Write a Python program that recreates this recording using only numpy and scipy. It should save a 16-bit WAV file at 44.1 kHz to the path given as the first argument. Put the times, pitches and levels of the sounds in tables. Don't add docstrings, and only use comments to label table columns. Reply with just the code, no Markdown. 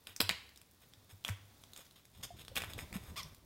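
import sys
import numpy as np
from scipy import signal
from scipy.fft import rfft, irfft
from scipy.io import wavfile
from scipy.ndimage import uniform_filter1d

SR = 44100
rng = np.random.default_rng(int(sys.argv[2]) if len(sys.argv) > 2 else 0)


def bounce(signal):
    frames = np.transpose(np.atleast_2d(signal))
    limited = np.clip(frames, -1, 1)
    pcm = np.round(limited * 32767).astype(np.int16)
    wavfile.write(sys.argv[1], SR, pcm)


N = 152145


def undb(db):
    return 10 ** (np.asarray(db) / 20)


def unit(x):
    return x / np.sqrt(np.mean(x ** 2))


def decay(t, t60):
    return undb(-60 * t / t60)


def ring(hz, t60, size=2048):
    t = np.arange(size) / SR
    return np.sin(2 * np.pi * hz * t) * decay(t, t60)


def coloured(shape):
    hz, db = np.array(shape).T
    log_hz = np.log(np.arange(N // 2 + 1) * SR / N + 1)
    gain = undb(np.interp(log_hz, np.log(hz), db))
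    return unit(irfft(rfft(rng.standard_normal(N)) * gain, N))


def walk(step_s):
    k = int(step_s * SR)
    return unit(uniform_filter1d(uniform_filter1d(rng.standard_normal(N), k), k))


def add(out, start_s, x):
    i = int(start_s * SR)
    out[i:i + len(x)] += x[:N - i]


# freq_hz [Hz], density_db [relative dB per Hz]
HISS_SPECTRUM = [(15, -38), (25, -7), (92, 2.5), (503, -10), (2990, -19), (3520, -14.5), (7710, -21),
                 (12900, -21.5), (16000, -19.5)]
HISS_DB, HISS_SWELL_DB, HISS_SWELL_S = -65, -2, 0.3


def room_hiss():
    return coloured(HISS_SPECTRUM) * undb(HISS_DB + HISS_SWELL_DB * walk(HISS_SWELL_S))


RUSTLES_PER_S, RUSTLE_T60_S = 40, 0.0088
RUSTLE_DB, RUSTLE_SCATTER_DB = -63, 1


def rustle():
    chance, strength = rng.random((2, N))
    tick_gain = undb(RUSTLE_DB - RUSTLE_SCATTER_DB * np.log(strength + 1e-2))
    ticks = (chance < RUSTLES_PER_S / SR) * tick_gain
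    puffs = signal.fftconvolve(ticks, decay(np.arange(1024) / SR, RUSTLE_T60_S))[:N]
    return np.diff(puffs * rng.standard_normal(N), prepend=0)


# freq_hz [Hz], level_db [relative dB]
BLADE_MODES = [(1700, -32), (3600, 8), (5200, 4.5), (6850, 5.5), (8400, 6), (10200, 0), (11600, 2),
               (14000, 1)]
BLADE_T60_S = .007


def blade():
    return sum(undb(level_db) * ring(freq_hz, BLADE_T60_S) for freq_hz, level_db in BLADE_MODES)


# start_s [s], length_s [s],
# level_db [dB, rms of the slips before the fade], resonance_hz [Hz], blade_db [dB against the resonance],
# fade_db [dB change over the burst]
SLIP_BURSTS = [(0.062, 0.073, -59.5, 3190, -5, -2.5), (0.2014, 0.0083, -23, 4900, -8, 7.5),
               (0.803, 0.043, -77.5, 2960, -1.5, 13), (1.09, 0.042, -63.5, 2560, 4.5, -9),
               (1.259, 0.08, -53, 1790, -10, -11), (1.758, 0.066, -67, 2560, 6.5, 2.5),
               (1.844, .03, -65, 6000, -4, -6), (1.954, 0.054, -65, 3770, 1, -11),
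               (2.127, 0.12, -76, 3750, 6.5, 1), (2.227, 0.032, -49.5, 6370, 8, -9),
               (2.36, 0.065, -69.5, 3700, 2, 12), (2.551, 0.037, -46, 3400, -5, 8),
               (2.59, 0.12, -51, 2400, -5, -17), (2.691, 0.043, -56, 2460, 1, -6),
               (2.777, 0.065, -50.5, 2080, 5, -17.5), (2.935, .04, -49.5, 2550, 1.5, -5),
               (2.982, 0.13, -72, 2030, 1, 11), (3.159, 0.049, -51, 5240, 1.5, -3),
               (3.24, 0.11, -67, 2000, -5, -6)]
SLIPS_PER_S, SLIP_SCATTER_DB = 2400, 3
EDGE_S = 0.007
RESONANCE_T60_S, GRIT_DB = 0.0011, -5


def scrapes_and_first_knock():
    out, steel = np.zeros(N), blade()
    for start_s, length_s, level_db, resonance_hz, blade_db, fade_db in SLIP_BURSTS:
        t = np.arange(int(length_s * SR)) / SR
        chance, strength, side = rng.random((3, len(t)))
        slip_gain = undb(-SLIP_SCATTER_DB * np.log(strength + 1e-4))
        slips = (chance < SLIPS_PER_S / SR) * slip_gain * np.sign(side - .5)
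        edges = np.clip(np.minimum(t, length_s - t) / EDGE_S, 0, 1)
        slips = unit(slips + 1e-9) * undb(level_db + fade_db * t / length_s) * edges
        resonance = ring(resonance_hz, RESONANCE_T60_S)
        body = undb(blade_db) * steel / np.linalg.norm(steel) + resonance / np.linalg.norm(resonance)
        body[:3] += undb(GRIT_DB) * np.array([1, 0, -1])
        add(out, start_s, signal.fftconvolve(slips, body))
    return out


# [dB, crack against ring before the common TREBLE_GAIN_DB]
TICKS = [(0.0705, -32.5, 3630, -14), (0.163, -35, 5780, -7), (0.213, -18.5, 3060, -8),
         (0.218, -33.5, 3830, -10), (0.2926, -14, 3680, -20.5), (0.2987, -19, 2120, -38),
         (0.31, -25.5, 2400, -17), (0.4914, -46, 4030, -15), (0.5597, -47, 3840, -8),
         (0.5745, -48, 5160, -5), (0.615, -46, 2440, -7), (0.936, -44, 3740, -19),
         (1.2408, -45.5, 3640, -10), (1.2488, -23, 3440, -17), (1.2808, -30, 3700, -9),
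         (1.2883, -25.5, 1780, -18.5), (1.2935, -34, 1610, -9), (1.6374, -41.5, 3300, -12),
         (1.734, -41, 3600, -11), (1.7624, -42, 3630, -3), (1.7752, -49, 3530, 1), (1.9101, -50, 4040, -12),
         (2.0532, -47.5, 3830, -8), (2.4492, -43, 3750, -10), (2.4813, -36.5, 3550, -14),
         (2.5564, -36, 3370, 0), (2.5656, -28, 2560, -9), (2.5733, -22.5, 3550, -17),
         (2.5778, -29.5, 2240, -9), (2.605, -38, 2400, -16), (2.6195, -28, 2500, -11),
         (2.6279, -43, 2240, -23), (2.6371, -27.5, 2370, -24), (2.7345, -34, 3420, -13),
         (2.7894, -32, 2070, -26), (2.9275, -37.5, 2220, -9), (3.1754, -44, 2260, -2),
         (3.2286, -51, 5270, -2), (3.2318, -35, 5340, -16), (3.3465, -53.5, 4200, -1.5)]
CONTACT_MS, RING_T60_S = .6, 0.0036
CRACK_T60_S, CRACK_HZ, CRACK_TOP_HZ, TREBLE_GAIN_DB = 0.0063, 4400, 11900, 8


def clicks():
    out, t = np.zeros(N), np.arange(2048) / SR
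    crack_band = signal.butter(1, [CRACK_HZ, CRACK_TOP_HZ], "band", fs=SR, output="sos")
    contact = np.exp(-(t * 1000 / CONTACT_MS - 2) ** 2)
    crack_envelope = signal.fftconvolve(contact, decay(t, CRACK_T60_S))[:2048]
    for start_s, level_db, ring_hz, treble_db in TICKS:
        contact_noise, crack_noise = rng.standard_normal((2, 2048))
        body = signal.fftconvolve(contact_noise * contact, ring(ring_hz, RING_T60_S))[:2048]
        crack = signal.sosfilt(crack_band, crack_noise * crack_envelope)
        body /= np.abs(body).max()
        crack *= undb(treble_db + TREBLE_GAIN_DB) / np.abs(crack).max()
        add(out, start_s - CONTACT_MS / 1000, undb(level_db) * (body + crack))
    return out


# start_s [s], level_db [dB, sine before its decay and soft onset],
# mode_hz [Hz], t60_s [s]
KNOCKS = [(0.089, -53.5, 94, 0.24), (.2, -36, 244, 0.08), (.203, -44, 169, .08), (.225, -36.5, 97.7, 0.27),
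          (0.293, -39.5, 181, 0.12), (.3, -58, 68, 1), (0.971, -53, 100, .2), (1.125, -44.5, 97, 0.19),
          (1.289, -33, 202, 0.034), (1.298, -25.5, 99, 0.14), (1.399, -52.5, 99, 0.59),
          (1.79, -49.5, 535, 0.036), (2.305, -42, 701, 0.072), (2.515, -45.5, 530, 0.047),
          (2.779, -32.5, 486, 0.013), (2.956, -23.5, 193, 0.049), (3.244, -43, 152, 0.089)]
PUSH_CYCLES = 0.84


def bench_knocks():
    out = np.zeros(N)
    t = np.arange(32768) / SR
    for start_s, level_db, mode_hz, t60_s in KNOCKS:
        onset = 1 - np.exp(-t * mode_hz / PUSH_CYCLES)
        add(out, start_s, undb(level_db) * ring(mode_hz, t60_s, size=len(t)) * onset)
    return out


# [dB, rms before the flicker]
RUMBLE_LEVEL = [(2.0, -98), (2.23, -57), (3.012, -51), (3.45, -66)]
# freq_hz [Hz], density_db [relative dB per Hz]
RUMBLE_SPECTRUM = [(15, -41), (25, -7.5), (86, 3.5), (345, -15.5), (692, -22), (1200, -26.5), (1560, -56),
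                   (2640, -120)]
RUMBLE_FLICKER_DB, RUMBLE_FLICKER_S = 4.5, 0.024


def bench_rumble():
    time_s, level_db = np.array(RUMBLE_LEVEL).T
    press_db = np.interp(np.arange(N) / SR, time_s, level_db, left=-120)
    return coloured(RUMBLE_SPECTRUM) * undb(press_db + RUMBLE_FLICKER_DB * walk(RUMBLE_FLICKER_S))


# time_s [s], pitch_hz [Hz, before jitter], level_db [dB]
SQUEAK_PATH = [(3.158, 950, -53), (3.184, 1230, -45.5), (3.216, 978, -49)]
SQUEAK_JITTER, JITTER_S = 0.067, 0.00041
SQUEAK_TOP_HZ = 3460


def squeak():
    time_s, pitch_hz, level_db = np.array(SQUEAK_PATH).T
    t = np.arange(time_s[0], time_s[-1], 1 / SR)
    pitch = np.interp(t, time_s, pitch_hz)
    phase = np.cumsum(pitch * (1 + SQUEAK_JITTER * walk(JITTER_S)[:len(t)])) / SR
    pulses = np.diff(np.floor(phase), prepend=0)
    low_pass = signal.butter(2, SQUEAK_TOP_HZ, fs=SR, output="sos")
    tone = signal.sosfilt(low_pass, pulses - pitch / SR)
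    out = np.zeros(N)
    add(out, time_s[0], unit(tone) * undb(np.interp(t, time_s, level_db)))
    return out


# [relative dB, before TAIL_GAIN]
ROOM_BANDS = [(710, 0.21, -18.5), (1510, 0.72, -25.5), (3050, 0.4, -20.5), (5600, 0.43, -22.5),
              (9900, 0.081, -16.5)]
TAIL_RISE_S, TAIL_GAIN = 0.002, 4


def room(direct):
    t = np.arange(SR // 2) / SR
    tail = np.zeros(len(t))
    for centre_hz, t60_s, level_db in ROOM_BANDS:
        band = signal.butter(1, [centre_hz / 2.16, centre_hz * 1.85], "band", fs=SR, output="sos")
        noise = signal.sosfilt(band, rng.standard_normal(len(t)))
        evening = np.sqrt(SR * t60_s / (6 * np.log(10)))
        tail += undb(level_db) * noise * decay(t, t60_s) / evening
    tail *= np.clip(t / TAIL_RISE_S, 0, 1) * TAIL_GAIN
    return direct + signal.fftconvolve(direct, tail)[:N]


def scene():
    knife = scrapes_and_first_knock() + clicks() + squeak()
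    bench = bench_knocks() + bench_rumble()
    return (room(knife + rustle()) + bench + room_hiss())[None]


TOP_HZ = 15800


def record(dry):
    return signal.sosfilt(signal.ellip(8, .2, 60, TOP_HZ, fs=SR, output="sos"), dry)


dry = scene()
out = record(dry)
bounce(out)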